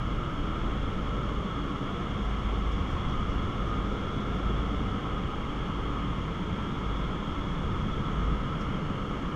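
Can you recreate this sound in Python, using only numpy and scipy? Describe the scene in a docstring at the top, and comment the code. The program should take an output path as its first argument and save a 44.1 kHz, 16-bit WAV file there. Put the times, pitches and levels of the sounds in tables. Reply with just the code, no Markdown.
"""A deep, surging rumble under a steady rush of air: a vertical wind tunnel, heard from just outside
its glass flight chamber. Turbulence buffets the duct, pumps its lowest air mode in surges and roars in
the chamber's modes. Vortices shed at the vanes and the cable net sing in broad bands and at times lock
into a ring. The stream hisses over the net and the flyers, with a few faint ticks.
Eddies, song and hiss grow as a flyer comes up to the glass."""
import sys
import numpy as np
from scipy import signal
from scipy.fft import rfft, irfft
from scipy.io import wavfile
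from scipy.ndimage import uniform_filter1d, map_coordinates

SR = 44100
rng = np.random.default_rng(int(sys.argv[2]) if len(sys.argv) > 2 else 0)


def to_wav(s):
    """Save 16-bit WAV."""
    ch = np.atleast_2d(s).T  # columns
    pcm = np.round(np.clip(ch, -1, 1) * 32767)  # PCM
    wavfile.write(sys.argv[1], SR, pcm.astype(np.int16))


N = 412335
TIME = np.arange(N) / SR
FREQ = np.maximum(np.arange(N // 2 + 1) * SR / N, 1)

# The flyer nearest the glass. Each row: time in seconds, nearness from 0 (far) to 1 (right in front).
FLYER_NEARNESS = [(0, .25), (1, 0.26), (1.6, 0.4), (2.4, 0.61), (2.95, 0.88), (3.4, 0.72), (3.9, 0.65),
                  (4.8, 0.49), (5.4, 0.12), (6.3, 0.22), (7.9, 0.46), (9.35, .04)]


def undb(db):
    """Amplitude ratio of a level in decibels."""
    return 10 ** (np.asarray(db) / 20)


def curves(table):
    """Linear interpolation in time: each column after the first becomes one value per sample."""
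    seconds, *columns = np.transpose(table)
    return [np.interp(TIME, seconds, column) for column in columns]


def fader(track):
    """Amplitude envelope through rows of time in seconds and level in dB."""
    return undb(curves(track)[0])


def slope(points):
    """Broadband spectrum through rows of frequency in Hz and level in dB, rolling off beyond both ends."""
    hz, db = np.transpose(points)
    ends = np.minimum(FREQ / hz[0], 1) * np.minimum(hz[-1] / FREQ, 1)
    return undb(np.interp(np.log(FREQ), np.log(hz), db)) * ends ** 2


def resonances(modes):
    """Incoherent sum: each steep resonance is driven by its own eddies, so their powers add."""
    gains = (undb(db) / (1 + ((FREQ - hz * hz / FREQ) / width) ** 2) for hz, width, db in modes)
    return np.sqrt(sum(gain ** 2 for gain in gains))


def standing_waves(spacing_hz=9, spread_db=1.2):
    """Interference of reflections between the glass walls ripples the spectrum."""
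    grid = np.arange(0, SR / 2, spacing_hz)
    return undb(np.interp(FREQ, grid, spread_db * rng.standard_normal(len(grid))))


def noise(spectrum):
    """Turbulent pressure as Gaussian noise of rms 1; only the shape of the spectrum counts."""
    pressure = irfft(rfft(rng.standard_normal(N)) * spectrum, N)
    return pressure / pressure.std()


def band(hz, width_hz):
    """Response of a single resonance to turbulence, at rms 1."""
    return noise(resonances([(hz, width_hz, 0)]))


def walk(rate_hz):
    """Low-pass random fluctuation with mean 0 and standard deviation 1."""
    return noise(1 / (1 + (FREQ / rate_hz) ** 4) * (np.arange(len(FREQ)) > 0))


def sustained(pressure, span_s):
    """A steadily fed flow keeps its mean power over the span and flutters within it."""
    power = uniform_filter1d(pressure * pressure, max(int(span_s * SR), 1))
    return pressure / np.sqrt(np.maximum(power, 1e-9))


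def swell(start, length, attack_s, release_s):
    """Envelope of a driven resonance: it builds up, holds and dies away."""
    rise = np.clip((TIME - start) / attack_s, 0, 1)
    fall = np.clip(1 - (TIME - start - length) / release_s, 0, 1)
    return rise * fall ** 2


def tone(hz):
    """Sinusoid of rms 1 whose phase is the integral of its frequency."""
    return np.sqrt(2) * np.sin(2 * np.pi * np.cumsum(hz) / SR)


def bend(sound, ratio):
    """Resampling multiplies every frequency by a moving ratio."""
    return map_coordinates(sound, [np.cumsum(ratio)], order=3, mode="mirror")


def glide(track, modes, waver, flutter_db=0.0):
    """Vortex shedding at a moving pitch: the first resonance follows the track, the rest in proportion."""
    hz, db = curves(track)
    vortices = noise(resonances(modes))
    ratio = hz / modes[0][0] * (1 + waver * walk(13.03))
    return bend(vortices, ratio) * undb(db + flutter_db * walk(14))


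def duct_throb(hz=50.94, wander_hz=0.73, roughness=0.078, idle_db=-43.5):
    """Lock-in: the stream pumps the duct's lowest air mode in surges; between them eddies only stir it."""
    # Each row: start in seconds, length in seconds, level in dB.
    surges = [(0.0, 0.16, -34), (0.39, 0.062, -34), (0.6, 0.23, -33), (0.996, 0.39, -33.5),
              (1.505, .12, -36), (2.19, 0.16, -30), (2.42, 0.34, -30), (3.17, 0.2, -33.5),
              (3.574, 0.36, -33.5), (4.25, 0.12, -34.5), (4.415, 0.19, -30), (4.62, 0.23, -33),
              (5.04, .18, -37), (5.523, 0.065, -34.5), (5.73, 0.38, -35), (6.212, .053, -39),
              (6.827, 0.2, -32.5), (7.347, 0.49, -39), (8.148, 0.2, -29), (8.599, 0.073, -39)]
    locked = tone(hz + wander_hz * walk(2.6))
    stirred = sustained(band(hz, width_hz=10), span_s=0.43)
    pumping = np.max([swell(start, length, attack_s=0.023, release_s=0.22) * undb(db)
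                      for start, length, db in surges], axis=0)
    idle = np.maximum(undb(idle_db) - pumping / 2, 0)
    return locked * pumping + stirred * (idle + roughness * pumping)


def wall_rumble():
    """Turbulent wall pressure: large eddies buffet the walls, and a flyer's wake beats on the glass."""
    # Each row: frequency in Hz, relative level in dB.
    buffet_spectrum = [(5, -25), (11, 2), (18, 9), (39, 8.5), (45, -5), (52, -25), (65, -33)]
    eddy_spectrum = [(42, -31), (60, 6), (100, 5), (118, 2.5), (160, -31)]
    # Each row: time in seconds, level in dB.
    buffet_levels = [(0, -36), (.8, -34.5), (1.45, -42), (2.0, -40), (2.6, -42), (3.1, -33), (3.8, -39),
                     (4.65, -41), (5.5, -38.5), (6.4, -41.5), (7.9, -36), (8.4, -37.5), (9.35, -41)]
    eddy_levels = [(0, -38.5), (1.2, -38), (1.6, -41.5), (2.0, -39.5), (2.4, -38.5), (2.85, -34),
                   (3.45, -35), (3.85, -38), (4.9, -37), (5.6, -41), (6.55, -37), (7.05, -42.5), (7.8, -35),
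                   (8.4, -39), (9.35, -41.5)]
    buffet = sustained(noise(slope(buffet_spectrum)), span_s=0.19) * fader(buffet_levels)
    eddies = sustained(noise(slope(eddy_spectrum)), span_s=0.57) * fader(eddy_levels)
    return buffet + eddies


def chamber_roar():
    """Forced response: smaller eddies excite the chamber's air modes above a broad roar."""
    # Each row: frequency in Hz, relative level in dB.
    broad_spectrum = [(90, -32), (130, -2), (205, -1.5), (232, -4.5), (255, -6), (310, -9), (400, -14.5),
                      (520, -15), (750, -27), (1500, -50)]
    # Each row: frequency in Hz, width in Hz, relative level in dB.
    air_modes = [(131, 11.6, 3.5), (188.4, 11.4, -2.5), (284, 25.5, -2.5), (325.5, 7.7, -7),
                 (347.5, 21, -6.5), (373, 22, -14.5), (408, 39, -10.5), (465, 22, -11.5)]
    # Each row: time in seconds, level in dB.
    levels = [(0, -37), (.7, -36), (1.6, -35.5), (2.4, -38.5), (3.1, -35), (3.8, -36), (4.9, -35.5),
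              (5.5, -37), (6.7, -36), (7.7, -36.5), (8.3, -35.5), (9.35, -36.5)]
    spectrum = np.hypot(slope(broad_spectrum), resonances(air_modes))
    return sustained(noise(spectrum), span_s=0.38) * fader(levels)


def duct_boom():
    """A broad, low resonance of the duct swells when the flyers dive."""
    # Each row: time in seconds, level in dB.
    levels = [(0, -39.5), (1.4, -53), (2.3, -50), (3.4, -61), (5.3, -43), (6.5, -40), (7.3, -49),
              (7.55, -37), (8.3, -38), (8.9, -37.5), (9.35, -43)]
    return band(hz=158, width_hz=55) * fader(levels)


def chamber_hollow(body_hz=425, body_width_hz=200):
    """Cavity resonance gives the chamber a hollow hum and the roar its upper body."""
    # Each row: time in seconds, level in dB.
    hum_levels = [(0, -61), (1.3, -51), (2.2, -38), (2.7, -45), (4.4, -39.5), (5.3, -45.5), (6.6, -43),
                  (7.6, -42.5), (9.35, -43.5)]
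    body_levels = [(0, -48), (.6, -48), (1.0, -52), (1.4, -45.5), (2.4, -49.5), (3.3, -51), (3.8, -42.5),
                   (4.9, -47.5), (5.5, -53), (6.3, -50), (8.2, -48), (8.8, -46), (9.35, -50)]
    hum = sustained(band(hz=198, width_hz=46), span_s=0.18)
    body = noise(resonances([(body_hz, body_width_hz, 0)]) * standing_waves())
    return hum * fader(hum_levels) + body * fader(body_levels)


def vortex_song(high_db=-44, octave_db=-56, near_rise_db=1.5, octave_follow=0.3, speed_spread=0.002003):
    """Aeolian sound: vanes and net shed vortices in bands whose pitch is proportional to air speed."""
    # Shedding bands. Each row: centre in Hz, width in Hz, relative level in dB.
    low_bands = [(1097, 240, 10), (1123, 64, 9)]
    octave_bands = [(2110, 160, -2.5), (2236, 140, -5.5)]
    high_bands = [(1291, 146, 5.8), (1329, 157, 2.5)]
    whistle_bands = [(2797, 160, -9), (2953, 200, -7), (4390, 140, -22.5)]
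    # Each row: time in seconds, level in dB.
    low_levels = [(0, -48), (1.05, -47.5), (1.65, -47), (2.6, -45.5), (3.05, -42.5), (3.7, -47.5),
                  (4.4, -47.5), (4.8, -46.5), (5.9, -46), (6.6, -47), (8.3, -46), (9.35, -48.5)]
    whistle_levels = [(0, -55.8), (1.8, -56.5), (3.0, -54.8), (4.1, -57.5), (5.5, -54.5), (6.7, -57.5),
                      (8.0, -57.5), (8.8, -54.7), (9.35, -55.5)]
    # The stream's drive on the high bands. Each row: time in seconds, dB about its usual strength.
    drive = [(0, 1), (.35, 1), (1.6, 0.4), (2.45, -2), (3.0, -0.7), (4.3, 1.5), (5.1, 0.5), (5.6, -2.2),
             (6.35, -2.2), (7.15, -0.5), (7.75, 1), (8.45, 1.5), (8.85, -0.2), (9.35, -2)]
    near, = curves(FLYER_NEARNESS)
    low_db, = curves(low_levels)
    low = noise(resonances(low_bands)) * undb(low_db)
    octave_rise_db = near_rise_db * near + octave_follow * (low_db - low_db.mean())
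    octave = noise(resonances(octave_bands)) * undb(octave_db + octave_rise_db)
    high = noise(resonances(high_bands)) * undb(high_db) * fader(drive)
    whistles = noise(resonances(whistle_bands)) * fader(whistle_levels)
    relative_speed = 1 + speed_spread * walk(2.98)
    return bend(low + octave + high + whistles, relative_speed)


def vortex_ring(usual_hz=1235, width_hz=13, wander_hz=3.6, roughness=0.71, idle_db=-54):
    """Lock-in narrows vortex shedding to a wavering tone, each time at a slightly different pitch."""
    # Each row: start in seconds, length in seconds, level in dB, offset from the usual pitch in Hz.
    locks = [(-.3, 0.89, -50.5, -7.5), (1.1, 0.64, -59, -3), (3.08, 0.29, -45, 2), (3.554, .3, -43, -2),
             (3.95, 0.44, -47, 2.5), (4.8, 0.48, -49, 24.5), (5.048, 0.27, -45.5, 7.5),
             (5.78, 0.32, -44, 3.5), (8.05, .55, -51, 1), (8.95, .45, -49, 0)]
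    ring = band(usual_hz, width_hz) * undb(idle_db)
    wander = wander_hz * walk(10.0)
    for start, length, db, offset_hz in locks:
        hz = usual_hz + offset_hz
        rough_tone = (tone(hz + wander) + roughness * band(hz, 2 * width_hz)) / np.hypot(1, roughness)
        ring += rough_tone * undb(db) * swell(start, length, attack_s=0.066, release_s=0.21)
    return ring


def airy_whistle():
    """Rapid vortex shedding makes a high whistle that drifts in pitch."""
    # Each row: time in seconds, centre in Hz, level in dB.
    track = [(0, 3278, -53), (1.3, 3285, -51.5), (2.9, 3284, -51), (3.5, 3320, -52), (4.4, 3316, -50.5),
             (5.2, 3270, -52.5), (6.0, 3258, -52), (7.2, 3310, -51), (8.0, 3306, -52), (8.7, 3236, -54),
             (9.35, 3210, -54)]
    # At middle pitch. Each row: centre in Hz, width in Hz, relative level in dB.
    modes = [(3293, 295, 2), (3600, 280, -15)]
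    return glide(track, modes, waver=0.008, flutter_db=0.44)


def hollow_whoosh(middle_hz=781.3, width_hz=110):
    """A band of vortex shedding glides as the flyers move."""
    # Each row: time in seconds, centre in Hz, level in dB.
    track = [(0, 603, -53), (1.3, 625, -63), (2.4, 727, -51), (3.4, 729, -56.5), (4.4, 723, -54.5),
             (5.2, 795, -51.5), (5.9, 883, -55.5), (7.0, 938, -53), (7.9, 947, -53), (9.35, 923, -69)]
    return glide(track, [(middle_hz, width_hz, 0)], waver=0.00976)


def air_rush(jet_db=-43.5, net_db=-63.5, suit_db=-66.5, surge_db=0.5, flutter_db=0.04, flap_db=2.0):
    """Broadband flow noise: the jet rushes, the net hisses, and a suit flaps louder as its flyer nears."""
    # Each row: frequency in Hz, relative level in dB.
    jet_spectrum = [(250, -1), (600, -1), (850, -1.5), (1250, 0), (1480, -8), (1570, -3), (1900, -8),
                    (2350, -9), (2600, -14), (3500, -15), (4100, -34)]
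    net_spectrum = [(2500, -14), (4200, 0.5), (4900, -2.5), (5200, 2), (5800, -1.5), (6500, .5), (6950, -3),
                    (7500, -9.5), (8100, -10), (8600, -13.5), (11000, -18.5), (14000, -25), (15000, -33)]
    near, = curves(FLYER_NEARNESS)
    jet = noise(slope(jet_spectrum) * standing_waves()) * undb(jet_db + surge_db * walk(7.9))
    net = noise(slope(net_spectrum)) * undb(net_db + flutter_db * walk(18))
    suit = band(hz=5500, width_hz=1800) * near * undb(suit_db + flap_db * walk(22))
    return jet + net + suit


def mode_drones(wander_hz=2.25, flutter_db=0.5):
    """Flow-excited resonance: the stream catches an air mode of the chamber, heard as a faint tone."""
    # Each row: start in seconds, length in seconds, level in dB if fully built up, pitch in Hz.
    drones = [(0.338, 0.33, -44.5, 329), (1.078, 0.16, -47, 581), (1.097, .35, -50.5, 420),
              (1.42, .42, -45.5, 288), (1.827, 0.14, -44.5, 475), (4.55, 0.65, -47.5, 286),
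              (5.7, 0.21, -43.5, 286), (6.65, 1.0, -50.5, 286), (8.098, .25, -49, 291),
              (8.417, .18, -53, 581)]
    wander = wander_hz * walk(3.67)
    flutter = undb(flutter_db * walk(10))
    return flutter * sum(tone(hz + wander) * undb(db) * swell(start, length, attack_s=0.16, release_s=0.25)
                         for start, length, db, hz in drones)


def ticks(rise_s=0.006):
    """Faint scuffs: noise transients with a quick rise and an exponential decay."""
    # Each row: start in seconds, level in dB before the envelope, time to fall 60 dB in seconds,
    # spectral tilt in dB per octave.
    scuffs = [(.705, -63, .04, 10), (2.715, -55, .09, 6), (2.9, -57.5, .14, 8), (4.344, -54, .06, 9),
              (4.762, -59.5, .09, -4), (8.604, -50, .11, -.5)]
    # Each row: frequency in Hz, relative level in dB before the tilt.
    spectrum = [(2500, -20), (4500, -3), (5200, 6), (5900, 1), (6800, -3), (7700, -10), (10000, -19),
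                (13000, -28), (15000, -40)]
    sound = np.zeros(N)
    for start, db, t60, tilt_db in scuffs:
        age = np.maximum(TIME - start, 0)
        envelope = (1 - np.exp(-age / rise_s)) * np.exp(-np.log(1000) * age / t60)
        sound += undb(db) * envelope * noise(slope(spectrum) * undb(tilt_db * np.log2(FREQ)))
    return sound


def airy_moan(middle_hz=1114, width_hz=82):
    """A brief band of vortex shedding sinks in pitch as a flyer rises."""
    # Each row: time in seconds, centre in Hz, level in dB.
    track = [(1.0, 1165, -85), (1.3, 1150, -50), (1.65, 1115, -46), (2.0, 1065, -51), (2.5, 1050, -85)]
    return glide(track, [(middle_hz, width_hz, 0)], waver=0.008)


def scene():
    """Superposition: the pressures of all the tunnel's sources add at one point."""
    gliding = airy_whistle() + hollow_whoosh() + airy_moan()
    rumble = duct_throb() + wall_rumble() + chamber_roar() + duct_boom() + chamber_hollow()
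    singing = mode_drones() + vortex_song() + vortex_ring()
    return (rumble + singing + gliding + air_rush() + ticks())[None]


def record(dry, cutoff_hz=15000):
    """Band limiting: a steep low-pass filter removes the highest treble."""
    return signal.sosfilt(signal.ellip(10, .1, 80, cutoff_hz, fs=SR, output="sos"), dry)


dry = scene()
out = record(dry)
to_wav(out)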